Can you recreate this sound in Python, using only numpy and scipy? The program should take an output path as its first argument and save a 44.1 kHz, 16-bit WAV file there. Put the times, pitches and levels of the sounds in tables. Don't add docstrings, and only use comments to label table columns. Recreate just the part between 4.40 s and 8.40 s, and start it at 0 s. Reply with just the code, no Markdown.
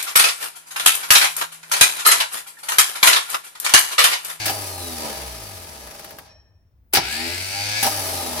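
import sys
import numpy as np
from scipy import signal
from scipy.fft import rfft, irfft, next_fast_len
from scipy.io import wavfile
from scipy.ndimage import uniform_filter1d

SR = 44100
rng = np.random.default_rng(int(sys.argv[2]) if len(sys.argv) > 2 else 0)


def int16_out(signal):
    q = np.round(np.clip(np.atleast_2d(signal).T, -1, 1) * 32767)
    wavfile.write(sys.argv[1], SR, q.astype(np.int16))


N = 176400
STOP_S, TOP_HZ = 1.89, 16000
QUADRATURE = np.pi / 2 * np.arange(2)[:, None]
# harmonic of the bar rate, relative level/dB driven, coasting
BRUSH_HARMONICS = [(3, -8, 0), (4, -3, -6), (5, -8, -5), (6, -10, -5)]


def amp(db):
    return 10 ** (np.asarray(db) / 20)


def unit(x):
    return x / np.sqrt(np.mean(x[0] ** 2) + 1e-20)


def along(points, hz):
    f, v = np.transpose(points)
    return np.interp(np.log(hz + 1), np.log(f + 1), v)


def clock():
    return np.arange(N) / SR


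def curves(rows):
    times, *columns = np.transpose(rows)
    return [np.interp(clock(), times, column) for column in columns]


def wobble(rate):
    knots = rng.standard_normal(size=4096)
    return np.interp(clock() * rate, np.arange(len(knots)), knots)


def burst(start, attack, hold, t60):
    t = np.maximum(clock() - start, 0)
    return (1 - np.exp(-t / attack)) * np.exp(-np.log(1000) * np.maximum(t - hold, 0) / t60)


def filtered(x, response):
    size = next_fast_len(N + SR // 4)
    return irfft(rfft(x, size) * response(np.fft.rfftfreq(size, 1 / SR)), size)[..., :N]


def hiss(colour):
    return unit(filtered(rng.standard_normal((2, N)), lambda hz: amp(along(colour, hz))))


def housing(x, colour, lift):
    # f/Hz, width/Hz, gain/dB at lift 1
    modes = [(229.6, 30, 1), (325, 17, 8.5), (452, 13, 4.5), (487, 69, -7), (654, 60, 8.5), (760, 41, -5),
             (785.4, 21, 12), (1125, 98, -7.5), (1685, 30, 13.5), (2247, 110, 2.5), (2510, 45, 6),
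             (2750, 16, 4.5), (3054, 23, 11.5), (3100, 99, -4.5), (3700, 38, 4.5), (4610, 52, 8),
             (6190, 31, 3), (6750, 550, -6.5), (10400, 120, 10), (11200, 500, 5), (14730, 800, 8)]
    edges = [1150, 6700]

    def response(hz):
        peaks_db = sum(db / (1 + (2 * (hz - f) / width) ** 2) for f, width, db in modes)
        low, high = [1 / (1 + (hz / edge) ** 16) for edge in edges]
        bands = np.array([low, high - low, 1 - high])
        return (amp(along(colour, hz) + lift * peaks_db) * bands)[:, None]
    return filtered(x, response)


def shaft_orders(angle, rough):
    out = np.zeros((2, N))
    for order in range(3, 64):
        phase = order * angle + rough * wobble(25) + 2 * np.pi * rng.random((2, 1))
        out += amp(3 * wobble(9) - 1) * np.sin(phase.astype(np.float32))
    return out


def brush_whine(angle, speed, levels_db):
    bars = 23
    out = np.zeros((2, N))
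    for (harmonic, *_), db in zip(BRUSH_HARMONICS, levels_db):
        order = harmonic * bars
        gain = amp(db + 3.5 * wobble(14)) * (order * speed < TOP_HZ)
        phase = order * angle + 0.44 * harmonic * wobble(300) + 2 * np.pi * rng.random((2, 1))
        out += gain * np.sin(phase)
    return out


def whirr(angle, speed, whine_db, colour, scrape_colour, rough, pulse, lift):
    tones = shaft_orders(angle, rough) + brush_whine(angle, speed, whine_db)
    friction = np.exp(pulse * (np.cos(angle) + 0.77 * np.cos(4 * angle)) + .15 * wobble(200))
    scrape = filtered(rng.standard_normal((2, N)) * friction, lambda hz: amp(along(scrape_colour, hz)))
    bands = housing(tones * 2 * np.sqrt(speed / SR) + scrape, colour, lift)
    mean_square = np.abs(uniform_filter1d(bands[:, :1] ** 2, size=3500))
    return bands / np.sqrt(mean_square + 1e-12)


def swells(angle, speed, on):
    # order, resonance f/Hz, width/Hz, nominal level/dB driven, coasting
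    crossings = [
        [2, 92, 18, -58, -45],
        [3, 246, 28, -36, -41],
        [4, 332, 38, -37, -41],
        [5, 416, 50, -41, -43],
        [5, 530, 36, -40, -58],
        [7, 602, 28, -39, -42],
        [8, 802, 26, -35, -48],
        [9, 756, 50, -42, -44],
        [10, 796, 40, -42, -43],
        [16, 1701, 22, -31, -54],
        [21, 2246, 44, -33, -56],
        [23, 1660, 600, -39, -64],
        [46, 4655, 170, -35, -39],
        [46, 4030, 650, -47, -41],
        [69, 4600, 1300, -62, -47],
        [92, 4900, 1300, -62, -49],
    ]
    out = np.zeros((2, N))
    jitter = .008 * wobble(160)
    for order, hz, width, driven_db, coasting_db in crossings:
        peak = on * amp(driven_db) + (1 - on) * amp(coasting_db)
        gain = peak / (1 + (2 * (order * speed - hz) / width) ** 2) * amp(0.61 * wobble(30))
        phase = order * (angle + jitter) + .2 * wobble(30) + 2 * np.pi * rng.random()
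        out += gain * np.sin(phase + QUADRATURE)
    first_drive_db = -9 * on * (clock() < STOP_S)
    return out * np.minimum(speed / 20, 1) ** 2 * amp(first_drive_db)


def unbalance_hum(angle, speed):
    # f/Hz, level/dB
    mount = [(25, -85), (50, -53.5), (62, -41.5), (72, -45.5), (82, -46), (92, -36.5), (100, -42.5),
             (108, -39), (125, -49), (220, -58)]
    fundamental = amp(along(mount, speed)) * np.sin(angle)
    octave = amp(along(mount, 2 * speed) - 6) * np.sin(2 * angle)
    return np.sqrt(2) * (fundamental + octave) * amp(wobble(16)) * np.minimum(speed / 20, 1)


def motor():
    # t/s, f/Hz
    spin = [(0, 107), (.066, 106.3), (.166, 101.6), (.452, 85.8), (.638, 75.4), (.846, 64.2), (1.158, 46.8),
            (1.4, 32.6), (1.62, 19.8), (1.75, 12.2), (1.89, 2)] + [(2.535, 2), (2.58, 46), (2.64, 60), (2.72, 73), (2.833, 82), (3.008, 92.5),
                                 (3.125, 98), (3.241, 102.4), (3.43, 108), (3.55, 100.2), (3.708, 92),
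                                 (4, 76.6)]
    # on t/s, off t/s
    powered = [
        [-1.0, .058],
        [2.55, 3.432],
    ]
    # t/s, relative level/dB of bass, middle, treble
    first_run = [(0.0, -37, -31, -37.5), (0.01, -32, -31.5, -37.5), (0.04, -31.5, -30.5, -37.5)] + [(0.15, -38, -36, -35.5), (0.158, -36, -38, -37),
                                       (0.264, -40, -36.5, -36.5), (0.362, -39, -41.5, -40),
                                       (0.418, -40, -39, -38), (0.546, -43.5, -38.5, -38.5),
                                       (0.648, -33, -35, -38), (0.9, -43, -41, -43),
                                       (1.202, -46.5, -44.5, -45.5), (1.68, -46, -46.5, -51)] + [(1.75, -46, -51.5, -55.5),
                                                             (1.82, -51.5, -56, -59),
                                                             (1.86, -55.5, -53.5, -61),
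                                                             (1.91, -56.5, -59.5, -78),
                                                             (2.05, -110, -110, -120),
                                                             (2.53, -110, -110, -120),
                                                             (2.58, -54, -33.5, -48)]
    second_run = [(2.65, -74, -31, -40.5), (2.702, -57, -31, -38), (2.728, -40, -29, -33.5),
                  (2.804, -33, -30, -37.5), (2.932, -36, -31, -36.5), (3.08, -38.5, -33.5, -36.5),
                  (3.15, -34.5, -31, -36), (3.386, -33, -27, -35), (3.41, -34, -28, -32)] + [(3.52, -36, -30.5, -32), (3.632, -35, -32.5, -32.5),
                                         (3.736, -33.5, -33, -33), (3.956, -35.5, -35.5, -36.5),
                                         (4.0, -30.5, -30, -34)]
    # f/Hz, gain/dB
    drive_colour = [(82, -47), (140, -1), (244, -5), (417, -22.5), (451, -13.5), (801, -7.5), (1100, -13.5),
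                    (1670, -5), (1810, -10), (2250, -0.5), (3280, -8), (4590, -3), (6690, -12.5),
                    (14800, -26.5), (16000, -33)]
    coast_colour = [(82, -30), (140, -0.5), (335, -4.5), (498, -3.5), (619, -2), (698, -11.5), (801, -4.5),
                    (1120, -13), (1220, -7.5), (1420, -19), (1640, -18.5), (3340, -15.5), (4500, -12),
                    (7100, -6.5), (10600, -3.5), (15100, -12), (16000, -16.5)]
    drive_scrape = [(200, -11.5), (900, -7.5), (2200, -5), (5000, 0.5), (7000, -9.5)]
    coast_scrape = [(200, -7), (800, 4), (2000, 6.5), (5000, 2.5), (7000, 0)]

    speed = np.abs(curves(spin)[0] * (1 + .0015 * wobble(30)))
    angle = 2 * np.pi * np.cumsum(speed) / SR
    on = uniform_filter1d(sum(1. * (clock() > a) * (clock() < b) for a, b in powered), size=600)
    _, drive_db, coast_db = np.transpose(BRUSH_HARMONICS)
    driven = whirr(angle, speed, drive_db, drive_colour, drive_scrape, rough=.29, pulse=.25, lift=.73)
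    coasting = whirr(angle, speed, coast_db, coast_colour, coast_scrape, rough=.49, pulse=.13, lift=.75)
    band_trim_db = np.outer([-7, -1, -1], on) + np.outer([0, -1, 0], 1 - on)
    gains = amp(curves(first_run + second_run) + band_trim_db)[:, None]
    out = (gains * (on * driven + (1 - on) * coasting)).sum(0) + swells(angle, speed, on)
    out[0] += unbalance_hum(angle, speed)
    return out


def rumble():
    # f/Hz, relative level/dB
    colour = [(22, -19.5), (45, -6.5), (66, 2), (100, -3.5), (130, -16.5), (250, -26), (600, -33.5),
              (2260, -48.5), (5600, -54), (8000, -58.5), (16000, -54)]
    return amp(-56) * hiss(colour)


def room(x):
    # f/Hz, T60/s
    decay = [(100, .8), (700, .9), (2500, 0.72), (5500, 0.5), (8000, 0.4), (14000, 0.1)]
    hz, t, spectrum = signal.stft(rng.standard_normal((2, SR)), SR, nperseg=256)
    envelope = np.exp(-np.log(1000) * t / along(decay, hz)[:, None])
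    tail = signal.istft(spectrum * envelope, SR, nperseg=256)[1]
    return signal.fftconvolve(x, tail / np.linalg.norm(tail[0]), axes=1)[:, :N]


def solenoid():
    # t/s, level/dB of bass, middle, treble, T60/s
    blows = [(.056, -37, -24.5, -23, 0.16), (0.079, -34, -25.5, -35.5, .12), (0.095, -25, -29.5, -28, .14),
             (2.527, -44.5, -41, -37, 0.12), (2.534, -21.5, -20, -15.5, .1), (2.5474, -28.5, -19, -33, .1),
             (2.554, -31, -17, -20.5, .1), (2.569, -17.5, -16.5, -30, .09), (2.581, -21, -26, -45.5, .09),
             (3.427, -26, -22, -20, .12), (3.442, -28.5, -23, -36.5, .12), (3.454, -23, -28, -30, .08),
             (3.464, -17, -23.5, -22.5, .08)]
    # f/Hz, relative level/dB
    colour = [(29, -46), (50, -12), (601, -9.5), (694, -10.5), (802, -1), (1100, -13), (1660, -17),
              (3030, -14.5), (3250, -17.5), (5270, -14), (6870, -18), (10600, -16.5), (16000, -22.5)]
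    bands = housing(rng.standard_normal((2, N)), colour, lift=1.0)
    powers = sum((amp(db)[:, None] * burst(start, attack=.0011, hold=.005, t60=t60)) ** 2
                 for start, *db, t60 in blows)
    return sum(np.sqrt(power) * unit(band) for power, band in zip(powers, bands))


def ticks():
    # t/s, relative level/dB
    catches = [(1.4724, -30.5), (1.5094, -31.5), (1.548, -32.5), (1.5937, -27.5), (1.6442, -26),
               (1.707, -28), (1.7855, -25.5)]
    # f/Hz, relative level/dB
    colour = [(60, -30), (300, -9), (700, -0.5), (1200, 3), (5000, -7.5), (8000, -11), (12500, -2.5),
              (16000, -7.5)]
    envelope = sum(amp(db - 10) * burst(start, attack=.0004, hold=.0013, t60=.06)
                   for start, db in catches)
    return hiss(colour) * envelope


def stop_ring():
    # f/Hz, level/dB, T60/s
    modes = [(641, -58, .8), (1787, -63, .75), (2482, -68, .7), (3120, -71, .8), (4050, -68, .6),
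             (5502, -52, .65)]
    out = np.zeros((2, N))
    for hz, db, t60 in modes:
        envelope = amp(db + 4 * wobble(50)) * burst(STOP_S, attack=.0017, hold=.001, t60=t60)
        out += envelope * np.sin(2 * np.pi * hz * clock() + 2.3 * wobble(90) + QUADRATURE)
    return out


def scene():
    # f/Hz, side gain/dB
    width = [(60, -18.5), (120, -13.5), (240, -8.5), (480, -11.5), (950, 0), (1890, -1), (3770, -1),
             (7520, 0.5), (15000, 0.5)]
    # f/Hz, level difference/dB
    lean = [(60, 1.5), (120, 2.5), (240, -1), (480, 3.5), (950, -3.5), (1890, 6.5), (3770, 1), (7520, 0.5),
            (15000, 5)]
    starter = motor() + solenoid() + ticks() + stop_ring()
    mid, side = starter + amp(-14.5) * room(starter) + rumble()
    side = filtered(side, lambda hz: amp(along(width, hz)))
    left_right = np.array([mid + side, mid - side])
    return filtered(left_right, lambda hz: amp(along(lean, hz) * np.array([[.5], [-.5]])))


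def record(dry):
    return filtered(dry, lambda hz: hz < TOP_HZ)


dry = scene()
out = record(dry)
int16_out(out)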